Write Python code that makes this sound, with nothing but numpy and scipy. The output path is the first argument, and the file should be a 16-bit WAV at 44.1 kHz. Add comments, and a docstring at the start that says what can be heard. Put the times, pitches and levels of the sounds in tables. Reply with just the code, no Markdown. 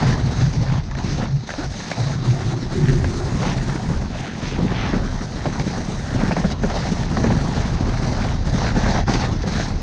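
"""Wooden sled runners crush and skim a packed-snow forest track at speed, heard from the rider's seat.
Coloured grain noise makes the rumble, scrape, hiss and spray; load, lifts and skids move their levels.
Wind buffets and drones at the microphone: filtered noise and a noise-driven air resonance.
Short filtered bursts make the knocks, thuds, clacks and crunches; stick-slip pulses make one creak.
Cold snow squeals, a hollow roar swells in the bend, and clothing brushes past as shaped noise."""
import sys
import numpy as np
from scipy import signal
from scipy.fft import rfft, irfft
from scipy.io import wavfile
from scipy.ndimage import uniform_filter1d

SR = 44100
rng = np.random.default_rng(int(sys.argv[2]) if len(sys.argv) > 2 else 0)


def dump(signal):
    """Clip the signal to [-1, 1] and save it as 16-bit WAV at the path in sys.argv[1]."""
    limited = np.clip(np.atleast_2d(signal).T, -1, 1)
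    pcm = np.round(limited * 32767).astype(np.int16)
    wavfile.write(sys.argv[1], SR, pcm)


N = 433062
TIME = np.arange(N) / SR


def amp(db):
    """Decibels to gain."""
    return 10 ** (np.asarray(db) / 20)


def unit(x):
    """Scales to rms 1."""
    return x / np.sqrt(np.mean(x ** 2) + 1e-20)


def noise():
    """White noise over the whole scene."""
    return rng.standard_normal(N)


def follow(rows):
    """Straight-line curve through (time, value) rows, at every sample."""
    return np.interp(TIME, *np.transpose(rows))


def swells(rows):
    """Gain made of bell-shaped strokes, from rows of (middle [s], bell spread [s], level [dB])."""
    coarse = TIME[::SR // 1000]  # about one point per millisecond is smooth enough
    bells = sum(amp(db) * np.exp(-((coarse - middle) / spread) ** 2 / 2) for middle, spread, db in rows)
    return np.interp(TIME, coarse, bells)


def stroke(start, length, attack_s, release_s):
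    """Rises to 1 from the start, holds until the length is over, then falls back."""
    end = start + max(length, attack_s)
    return np.interp(TIME, [start, start + attack_s, end, end + release_s], [0, 1, 1, 0])


def add(mix, s, sound):
    """Mixes a sound in at time s."""
    part = mix[max(round(s * SR), 0):][:len(sound)]
    part += sound[:len(part)]


def colour(x, spectrum):
    """Minimum-phase filter through (frequency, gain) points, so that clicks keep their attack."""
    size = 8192
    hz, db = np.transpose(spectrum)
    log_hz = np.log(hz)
    at = np.log(abs(np.fft.fftfreq(size, 1 / SR)) + 1)
    # outside the table the gain keeps falling, down to a floor of -100 dB
    beyond = np.maximum(at - log_hz[-1], 0) + np.maximum(log_hz[0] - at, 0)
    gain_db = np.maximum(np.interp(at, log_hz, db) - 25 * beyond, -100)
    log_gain = np.log(amp(gain_db))
    taps = np.fft.ifft(np.exp(np.conj(signal.hilbert(log_gain)))).real[:size // 2]
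    return signal.oaconvolve(x, taps)[:len(x)]


def wander(lo_hz, hi_hz):
    """Random drift of rms 1, mostly between two rates."""
    hz = np.fft.rfftfreq(N, 1 / SR)
    shape = hz / (hz + lo_hz) / np.sqrt(hz + lo_hz) / (1 + (hz / hi_hz) ** 2)
    return unit(irfft(rfft(noise()) * shape, N))


def grains(per_s, spread_db, wash):
    """Breaking snow crystals: clicks of very unequal size over a wash of countless tiny ones."""
    size = amp(spread_db * np.minimum(rng.exponential(1, N), 4.5))
    clicks = size * rng.choice([-1, 1], N) * (rng.random(N) < per_s / SR)
    return unit(unit(clicks) + wash * noise())


def patches(x, depth_db, count_frames, count_bins):
    """The colour drifts in patches as the contact moves along the runner."""
    z = signal.stft(x, nperseg=512)[2]
    field = rng.standard_normal(z.shape)
    for _ in range(2):
        field = uniform_filter1d(field, count_bins, 0)
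        field = uniform_filter1d(field, count_frames, 1)
    return signal.istft(z * amp(depth_db * unit(field)), nperseg=512)[1][:N]


def blow(spectrum, decay_s, grit):
    """A sudden push followed by a dying crumble, through a body; peak 1."""
    t = np.arange(SR // 4) / SR
    push = grit * rng.standard_normal(len(t)) * np.exp(-t / decay_s)
    push[0] += 1
    sound = colour(push, spectrum)
    return sound / abs(sound).max()


# weight of the sled on the snow, rising in bends and dips: (time [s], load [dB])
LOAD_CURVE = [(0.0, 5), (0.25, 0.5), (0.65, -3), (1.17, 1), (1.55, -8), (2.3, 0), (2.63, -1.5), (3.2, -1),
              (3.5, 2), (4.35, -2), (4.68, 3.5), (5.3, -3.5), (5.6, 2), (6.02, -3.5), (6.22, 4.5),
              (6.45, 0.5), (6.9, 0), (7.3, 2.5), (7.85, 2.5), (8.45, 0.5), (8.9, 3.5), (9.82, -0.5)]
# the runners go light over a crest, then touch down; the drop is that of scrape and hiss:
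# (start [s], length [s], drop [dB], time to unload [s])
CREST_LIFTS = [(0.13, 0.12, 1.5, 0.045), (0.746, 0.22, 7.5, 0.087), (1.245, 0.22, 6.5, 0.049),
               (1.64, 0.053, 2.5, 0.031), (2.14, 0.098, 3, 0.037), (2.529, 0.17, 3, 0.03),
               (3.932, 0.21, 2.5, 0.1), (4.264, 0.087, 2.5, .035), (6.525, .092, 5.5, 0.011),
               (7.056, 0.034, 4, 0.017), (7.74, 0.123, 2.5, .05), (8.289, 0.15, 4.5, 0.13),
               (8.696, 0.044, 3, 0.047), (8.994, 0.071, 8, 0.061), (9.262, 0.2, 4, 0.12),
               (9.694, .16, 3.5, 0.046)]
# a runner slips sideways and shaves the snow: (start [s], length [s], scrape change [dB], hiss change [dB])
SIDE_SKIDS = [(-.02, 0.15, 4.5, 5.5), (0.332, 0.13, 2.5, 5), (0.638, 0.16, 6, -2), (1.05, 0.13, -4, 4.5),
              (1.16, 0.09, 7, -3.5), (1.468, 0.16, 6, 1.5), (1.732, 0.38, 3, 3), (3.375, 0.13, 3, 3),
              (4.403, 0.1, -2.5, 8.5), (4.753, 0.23, 3.5, 2), (6.67, 0.2, 4.5, 2.5),
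              (7.516, 0.16, 2.5, 2.5), (8.11, 0.21, 3.5, 0.5), (8.544, 0.15, 7, 5), (8.742, 0.26, 5, 4.5),
              (9.045, 0.21, 4, 8), (9.46, 0.2, 1, 6.5)]
# gliding hiss before lifts, skids and jolts: (time [s], level [dB])
HISS_LEVEL = [(0, -39.5), (1.9, -39.5), (2.5, -40), (3.0, -39.5), (4.7, -44), (5.3, -42), (5.7, -39),
              (6.05, -41), (6.9, -38.5), (9.82, -40)]
# thrown powder before lifts and jolts, highest in the long bend: (time [s], level [dB])
POWDER_LEVEL = [(0, -51), (.7, -60.5), (1.9, -53), (3.45, -50.5), (4.1, -53), (4.8, -59.5), (5.8, -52.5),
                (9.82, -54)]
# level at load 0 [dB], dB gained per dB of load, dB lost per dB of lift
RUMBLE_DB, RUMBLE_PER_LOAD, RUMBLE_PER_LIFT = -27.5, 1.3, 0.89
SCRAPE_DB, SCRAPE_PER_LOAD, SCRAPE_PER_LIFT = -35, 0.99, 1
SPRAY_PER_LIFT = 3
TOUCHDOWN_S, SKID_BITE_S, SKID_RELEASE_S = 0.012, 0.06, 0.04


def contact():
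    """Layer levels in dB: load presses rumble and scrape, skids shift scrape and hiss, lifts drop all."""
    load = follow(LOAD_CURVE)
    lift = sum(db * stroke(s, length, unload_s, TOUCHDOWN_S) for s, length, db, unload_s in CREST_LIFTS)
    rumble_db = RUMBLE_DB + RUMBLE_PER_LOAD * load - RUMBLE_PER_LIFT * lift
    scrape_db = SCRAPE_DB + SCRAPE_PER_LOAD * load - SCRAPE_PER_LIFT * lift
    hiss_db = follow(HISS_LEVEL) - lift
    spray_db = follow(POWDER_LEVEL) - SPRAY_PER_LIFT * lift
    for s, length, scrape_change_db, hiss_change_db in SIDE_SKIDS:
        skid = stroke(s, length, SKID_BITE_S, SKID_RELEASE_S)
        scrape_db = scrape_db + scrape_change_db * skid
        hiss_db = hiss_db + hiss_change_db * skid
    return rumble_db, scrape_db, hiss_db, spray_db


# colour of the wooden frame, also heard in the thuds: (frequency [Hz], gain [dB])
FRAME_COLOUR = [(60, -24.5), (120, -1.5), (175, 0.5), (240, -1.5), (310, -9), (400, -12), (560, -20.5),
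                (1400, -62)]


def rumble(level_db):
    """Lumps in the track shake the frame, which passes on mainly the low frequencies."""
    lumps = grains(per_s=900, spread_db=2.5, wash=0.78)
    return unit(colour(lumps, FRAME_COLOUR)) * amp(level_db)


CRUMB_LOW_HZ, CRUMB_HIGH_HZ, CRUMB_OVER_SCRAPE_DB = 524, 1790, -6.5


def crumbs(per_s, spread_db, decay_s, count):
    """Small clods burst at random, each kind with its own pitch and a short crumbling tail."""
    out = np.zeros(N)
    for hz in np.geomspace(CRUMB_LOW_HZ, CRUMB_HIGH_HZ, count):
        body = [(hz / 2, -14), (hz, 0), (hz * 2, -18), (10000, -65)]
        size = amp(spread_db * np.minimum(rng.exponential(1, N), 3))
        clod = blow(body, decay_s, grit=.5)
        bursts = size * (rng.random(N) < per_s / count / SR)
        out += signal.oaconvolve(bursts, clod)[:N]
    return unit(out)


# colour of breaking crust, also heard in the crunches: (frequency [Hz], gain [dB])
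CRUST_COLOUR = [(200, -9.5), (450, -4.5), (760, 0.5), (1150, -7), (1500, -9), (1800, -8), (2350, -18.5),
                (3200, -19.5), (6000, -22), (8500, -56.5), (12000, -92)]


def scrape(level_db):
    """Crust breaks under the runner edges in a dense, patchy grain, with loose clods crushed among it."""
    crust = grains(per_s=2600, spread_db=1.5, wash=0.76)
    crust = patches(crust, depth_db=2.8, count_frames=7, count_bins=4)
    clods = amp(CRUMB_OVER_SCRAPE_DB) * crumbs(per_s=140, spread_db=3, decay_s=0.0019, count=8)
    return (unit(colour(crust, CRUST_COLOUR)) + clods) * amp(level_db)


# colour of the gliding hiss: (frequency [Hz], gain [dB])
GLIDE_COLOUR = [(700, -6.5), (2000, -4.5), (3200, -10), (3900, -2.5), (5300, -5), (6350, -4), (7100, -19.5),
                (8500, -27.5), (10000, -52.5), (12000, -81.5)]
# icy spots that rasp briefly: (middle [s], bell spread [s], level [dB])
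ICY_RASPS = [(.535, 0.0031, -33), (2.31, 0.013, -36), (5.597, 0.002, -32), (6.518, .011, -35.5),
             (6.757, 0.017, -34), (8.91, 0.023, -30.5), (9.141, 0.0037, -24), (9.425, 0.0075, -35)]


def hiss(level_db):
    """Fine crystals shear under the gliding runners; icy spots swell the same hiss into a rasp."""
    crystals = grains(per_s=5000, spread_db=1.0, wash=0.7)
    crystals = patches(crystals, depth_db=1.5, count_frames=10, count_bins=7)
    return unit(colour(crystals, GLIDE_COLOUR)) * np.hypot(amp(level_db), swells(ICY_RASPS))


# colour of the thrown powder: (frequency [Hz], gain [dB])
SPRAY_COLOUR = [(5000, -20.5), (6700, 4.5), (7400, -4), (8400, -5.5), (10000, -15), (11500, -31.5),
                (14500, -49)]


def spray(level_db):
    """Thrown powder patters as bright, uneven grains."""
    powder = grains(per_s=2500, spread_db=2.5, wash=0.7)
    return unit(colour(powder, SPRAY_COLOUR)) * amp(level_db)


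def runners():
    """Rumble, scrape, hiss and spray follow the snow contact; one uneven track jolts them all."""
    rumble_db, scrape_db, hiss_db, spray_db = contact()
    jolt = wander(lo_hz=3.6, hi_hz=53.6)
    # each factor is the layer's rms jolt in dB
    low = rumble(rumble_db + 3.14 * jolt) + scrape(scrape_db + 0.62 * jolt)
    high = hiss(hiss_db + 1.4 * jolt) + spray(spray_db + 1.7 * jolt)
    return low + high


def air_resonance(hz, width_hz, steadiness):
    """Turbulence rings an air resonance; its swing saturates and its pitch sways with the flow."""
    r = np.exp(-np.pi * width_hz / SR)
    swing = noise() + 1j * noise()
    swing = signal.lfilter([1], np.poly([r, r]), swing)
    swing /= abs(swing).mean()
    swing /= (1 + abs(swing) ** 2) ** (steadiness / 2)
    turns = np.cumsum(hz * (1 + 0.063 * wander(lo_hz=7.6, hi_hz=9.4))) / SR
    return unit((swing * np.exp(2j * np.pi * turns)).real)


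# gusts on the microphone, to which buffet and drone are set: (time [s], level [dB])
GUST_LEVEL = [(0.0, -23), (1.28, -30), (1.46, -45), (1.68, -26), (1.9, -48), (2.06, -30.5), (2.6, -34.5),
              (2.78, -28), (3.0, -22.5), (3.76, -31), (3.96, -23), (4.32, -38), (4.64, -24.5), (5.8, -31.5),
              (6.2, -27), (7.5, -24), (8.95, -23.5), (9.82, -26.5)]
# puffs of air that set the hollow drone ringing: (middle [s], bell spread [s], level [dB])
DRONE_PUFFS = [(.08, 0.04, -19.5), (.255, 0.019, -15), (0.439, 0.035, -13), (.6, 0.029, -14),
               (.73, 0.05, -17.5), (1.18, 0.066, -25.5), (1.355, 0.036, -17), (2.03, 0.027, -16),
               (2.17, 0.07, -21.5), (2.315, 0.024, -13), (2.49, 0.084, -20.5), (2.87, 0.093, -16),
               (3.55, 0.25, -25), (6.17, 0.062, -21.5), (7.28, 0.11, -24), (9.03, 0.15, -23.5)]
# colour of the buffeting: (frequency [Hz], gain [dB])
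BUFFET_COLOUR = [(14, -25.5), (25, -20), (33, 4.5), (45, -6), (80, -4), (115, -8), (200, -32), (500, -57)]
BUFFET_OVER_GUST_DB, DRONE_OVER_GUST_DB = 1, -5.5


def wind():
    """Low buffeting and an unsteady drone follow the gusts; the drone also swells with each puff."""
    gust_db = follow(GUST_LEVEL)
    buffet = unit(colour(noise(), BUFFET_COLOUR)) * amp(gust_db + BUFFET_OVER_GUST_DB)
    flow = np.hypot(swells(DRONE_PUFFS), amp(gust_db + DRONE_OVER_GUST_DB))
    drone = air_resonance(hz=133.4, width_hz=32, steadiness=0.62) * flow
    return buffet + drone


# the frame's swing after a thud: pitch, its random spread (share of the pitch), swell time, gain
BOOM_HZ, BOOM_SPREAD, BOOM_SWELL_S, BOOM_SHARE = 205, .14, 0.0098, 0.5


def thud():
    """A dull push through the frame, which swings up and dies within a few cycles."""
    t = np.arange(SR // 4) / SR
    hz = BOOM_HZ * (1 + BOOM_SPREAD * rng.uniform(-1.2, 1))
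    swell = t / BOOM_SWELL_S * np.exp(1 - t / BOOM_SWELL_S)
    boom = swell * np.sin(2 * np.pi * hz * t)
    return BOOM_SHARE * boom + .5 * blow(FRAME_COLOUR, decay_s=0.04, grit=0.083)


# bumps that strike the runners: (time [s], knock peak [dB], thud gain [dB], ring of the struck spot [Hz])
RUNNER_BUMPS = [(.022, -14.5, -28, 780), (1.222, -25, -16, 600), (3.043, -17, -21, 760),
                (3.901, -23, -10.5, 600), (4.599, -19, -16, 520), (4.644, -32, -10, 550),
                (4.674, -28, -28, 634), (4.931, -13.5, -5, 510), (5.456, -13, -10.5, 620),
                (5.772, -22, -13.5, 550), (6.206, -18, -23, 745), (6.31, -14, -19, 720),
                (6.366, -11, -24, 700), (6.442, -15.5, -9, 580), (6.635, -11.5, -11.5, 560),
                (7.113, -33, -12, 600), (7.17, -22, -11.5, 705), (7.24, -11.5, -17, 620),
                (7.262, -14.5, -8, 527), (7.303, -13.5, -10.5, 780), (8.763, -18, -9, 600),
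                (9.08, -10.5, -9.5, 604), (9.237, -12.5, -28, 750), (9.434, -17.5, -13, 533),
                (9.598, -14, -17, 665)]
# colour of a knock whose spot rings at 600 Hz, stretched for other rings: (frequency [Hz], gain [dB])
KNOCK_COLOUR = [(200, -5), (480, -1.5), (600, 1.5), (750, -4), (980, -13), (1800, -16), (2600, -28),
                (6000, -48), (10000, -85)]
KNOCK_RING_HZ = 600


def knocks():
    """Each bump knocks on the wooden runner at its own pitch and thuds through the frame."""
    out = np.zeros(N)
    for s, knock_db, thud_db, ring_hz in RUNNER_BUMPS:
        wood = [(hz * ring_hz / KNOCK_RING_HZ, db) for hz, db in KNOCK_COLOUR]
        add(out, s, amp(knock_db) * blow(wood, decay_s=.011, grit=.28))
        add(out, s, amp(thud_db) * thud())
    return out


# colour of the dry crack of a fitting: (frequency [Hz], gain [dB])
FITTING_COLOUR = [(250, -23), (560, -1), (780, 2), (1200, -12.5), (1700, 0), (2300, -9.5), (3200, -18.5),
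                  (6200, -17), (7600, -31), (11000, -73)]
CHATTER_SHARE, CHATTER_DECAY_S = 0.36, 0.0064


def clack(ring_hz):
    """A loose fitting strikes the wood: a dry crack with a short rough chatter around its own pitch."""
    ring = [(ring_hz / 1.5, -24), (ring_hz, 0), (ring_hz * 1.25, -22)]
    chatter = blow(ring, CHATTER_DECAY_S, grit=1)
    return CHATTER_SHARE * chatter + blow(FITTING_COLOUR, decay_s=0.0026, grit=0.94)


# woody clacks of the fittings: (time [s], crack peak [dB], chatter pitch [Hz])
FITTING_CLACKS = [(.912, -24.5, 1700), (0.951, -21.5, 1800), (.986, -23, 1600), (1, -25, 1770),
                  (1.4905, -17.5, 1600), (1.5038, -16, 1770), (1.538, -19.5, 1420), (1.8025, -23, 1740),
                  (1.915, -12, 2260), (3.043, -17, 1770), (3.283, -31, 1710), (5.5974, -18.5, 2300),
                  (6.3167, -16, 2600), (7.033, -21, 1750), (9.1379, -20, 2140)]


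def clacks():
    """The loose fittings clack one by one."""
    out = np.zeros(N)
    for s, db, ring_hz in FITTING_CLACKS:
        add(out, s, amp(db) * clack(ring_hz))
    return out


# colour of the creaking joint, one low and one high resonance: (frequency [Hz], gain [dB])
JOINT_COLOUR = [(150, 16), (290, 10), (380, -6), (650, -6), (1100, -17), (1450, -5), (1800, -15),
                (3600, -30)]
CREAK_START_S, CREAK_LENGTH_S, CREAK_DB = 1.581, 0.08, -27
# slip rate at first and at its top, time to the top, random share of the rate
CREAK_SLIPS_HZ, CREAK_TOP_HZ, CREAK_TOP_AFTER_S, CREAK_JITTER = 255, 382, 0.055, 0.03
CREAK_ATTACK_S, CREAK_FADE_DB_PER_S = 0.0032, 51


def creak():
    """After a landing a joint sticks and slips, speeding up then easing off, and rings the wood."""
    age = np.clip(TIME - CREAK_START_S, 0, CREAK_LENGTH_S)
    rise = np.sin(np.pi / 2 * age / CREAK_TOP_AFTER_S)
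    slips_hz = CREAK_SLIPS_HZ + (CREAK_TOP_HZ - CREAK_SLIPS_HZ) * rise
    slips = np.cumsum(slips_hz * (1 + CREAK_JITTER * wander(lo_hz=30, hi_hz=200))) / SR
    pulses = np.diff(np.floor(slips), prepend=0)  # one pulse per completed slip
    strain = stroke(CREAK_START_S, CREAK_LENGTH_S, CREAK_ATTACK_S, CREAK_ATTACK_S)
    wood = colour(pulses - pulses.mean(), JOINT_COLOUR)
    wood = wood / wood[strain > 0].std()
    return wood * amp(CREAK_DB - CREAK_FADE_DB_PER_S * age) * strain


# swells of the hollow roar through the bend: (middle [s], bell spread [s], level [dB])
ROAR_SWELLS = [(2.32, 0.11, -34), (2.53, 0.066, -31.5), (2.86, 0.1, -28), (3.13, 0.18, -32)]
# colour of the hollow roar: (frequency [Hz], gain [dB])
HOLLOW_COLOUR = [(170, -29), (245, 1.5), (305, -10.5), (350, 5), (412, -4), (450, -36), (700, -44)]


def roar():
    """Wind noise with hollow resonances swells above the drone through the bend."""
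    return unit(colour(noise(), HOLLOW_COLOUR)) * swells(ROAR_SWELLS)


# lumps of crust that break under a runner: (time [s], peak [dB])
CRUST_CRUNCHES = [(2.405, -21.5), (5.457, -19), (6.699, -17), (6.771, -20), (7.169, -13), (8.788, -18),
                  (9.094, -16)]


def crunches():
    """Each lump of crust gives way in one gritty, quickly dying burst."""
    out = np.zeros(N)
    for s, db in CRUST_CRUNCHES:
        add(out, s, amp(db) * blow(CRUST_COLOUR, decay_s=0.012, grit=1))
    return out


# cold snow squeals under a runner's edge: (middle [s], bell spread [s], level [dB])
SNOW_SQUEALS = [(2.9, 0.045, -33.5), (3.65, 0.13, -41), (6.22, 0.14, -38), (7.4, 0.0096, -32),
                (9.54, 0.073, -36)]
# colour of the squeal: (frequency [Hz], gain [dB])
SQUEAL_COLOUR = [(900, -19), (1450, -6.5), (1850, -2.5), (2150, -17), (3200, -16)]


def squeals():
    """Cold snow breaks in very unequal grains, narrowed to a squeal under the edge."""
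    snow = grains(per_s=1400, spread_db=5.5, wash=0.25)
    return unit(colour(snow, SQUEAL_COLOUR)) * swells(SNOW_SQUEALS)


# sleeves and legs brushing by: (middle [s], bell spread [s], level [dB])
CLOTH_BRUSHES = [(3.48, 0.059, -35), (4.23, 0.079, -39), (4.483, 0.064, -37), (4.814, 0.077, -32.5)]
# colour of the fabric: (frequency [Hz], gain [dB])
CLOTH_COLOUR = [(600, -20), (1300, -9), (1700, 5.5), (2400, 3), (3600, 0), (6000, -16), (8000, -52),
                (12000, -87)]


def clothing():
    """Stiff fabric rasps in short strokes of rough grains."""
    fabric = grains(per_s=2700, spread_db=4.0, wash=0.35)
    return swells(CLOTH_BRUSHES) * unit(colour(fabric, CLOTH_COLOUR))


def scene():
    """Everything is close and dry: snow gives no echo."""
    sled = runners() + knocks() + clacks() + creak() + crunches() + squeals()
    air = wind() + roar()
    return (sled + air + clothing())[None]


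def record(dry):
    """The recorder's band limit: a steep low-pass at 15 kHz."""
    taps = signal.firwin(511, 15000, window=("kaiser", 9), fs=SR)
    return signal.oaconvolve(dry, taps[None], "same")


dry = scene()
out = record(dry)
dump(out)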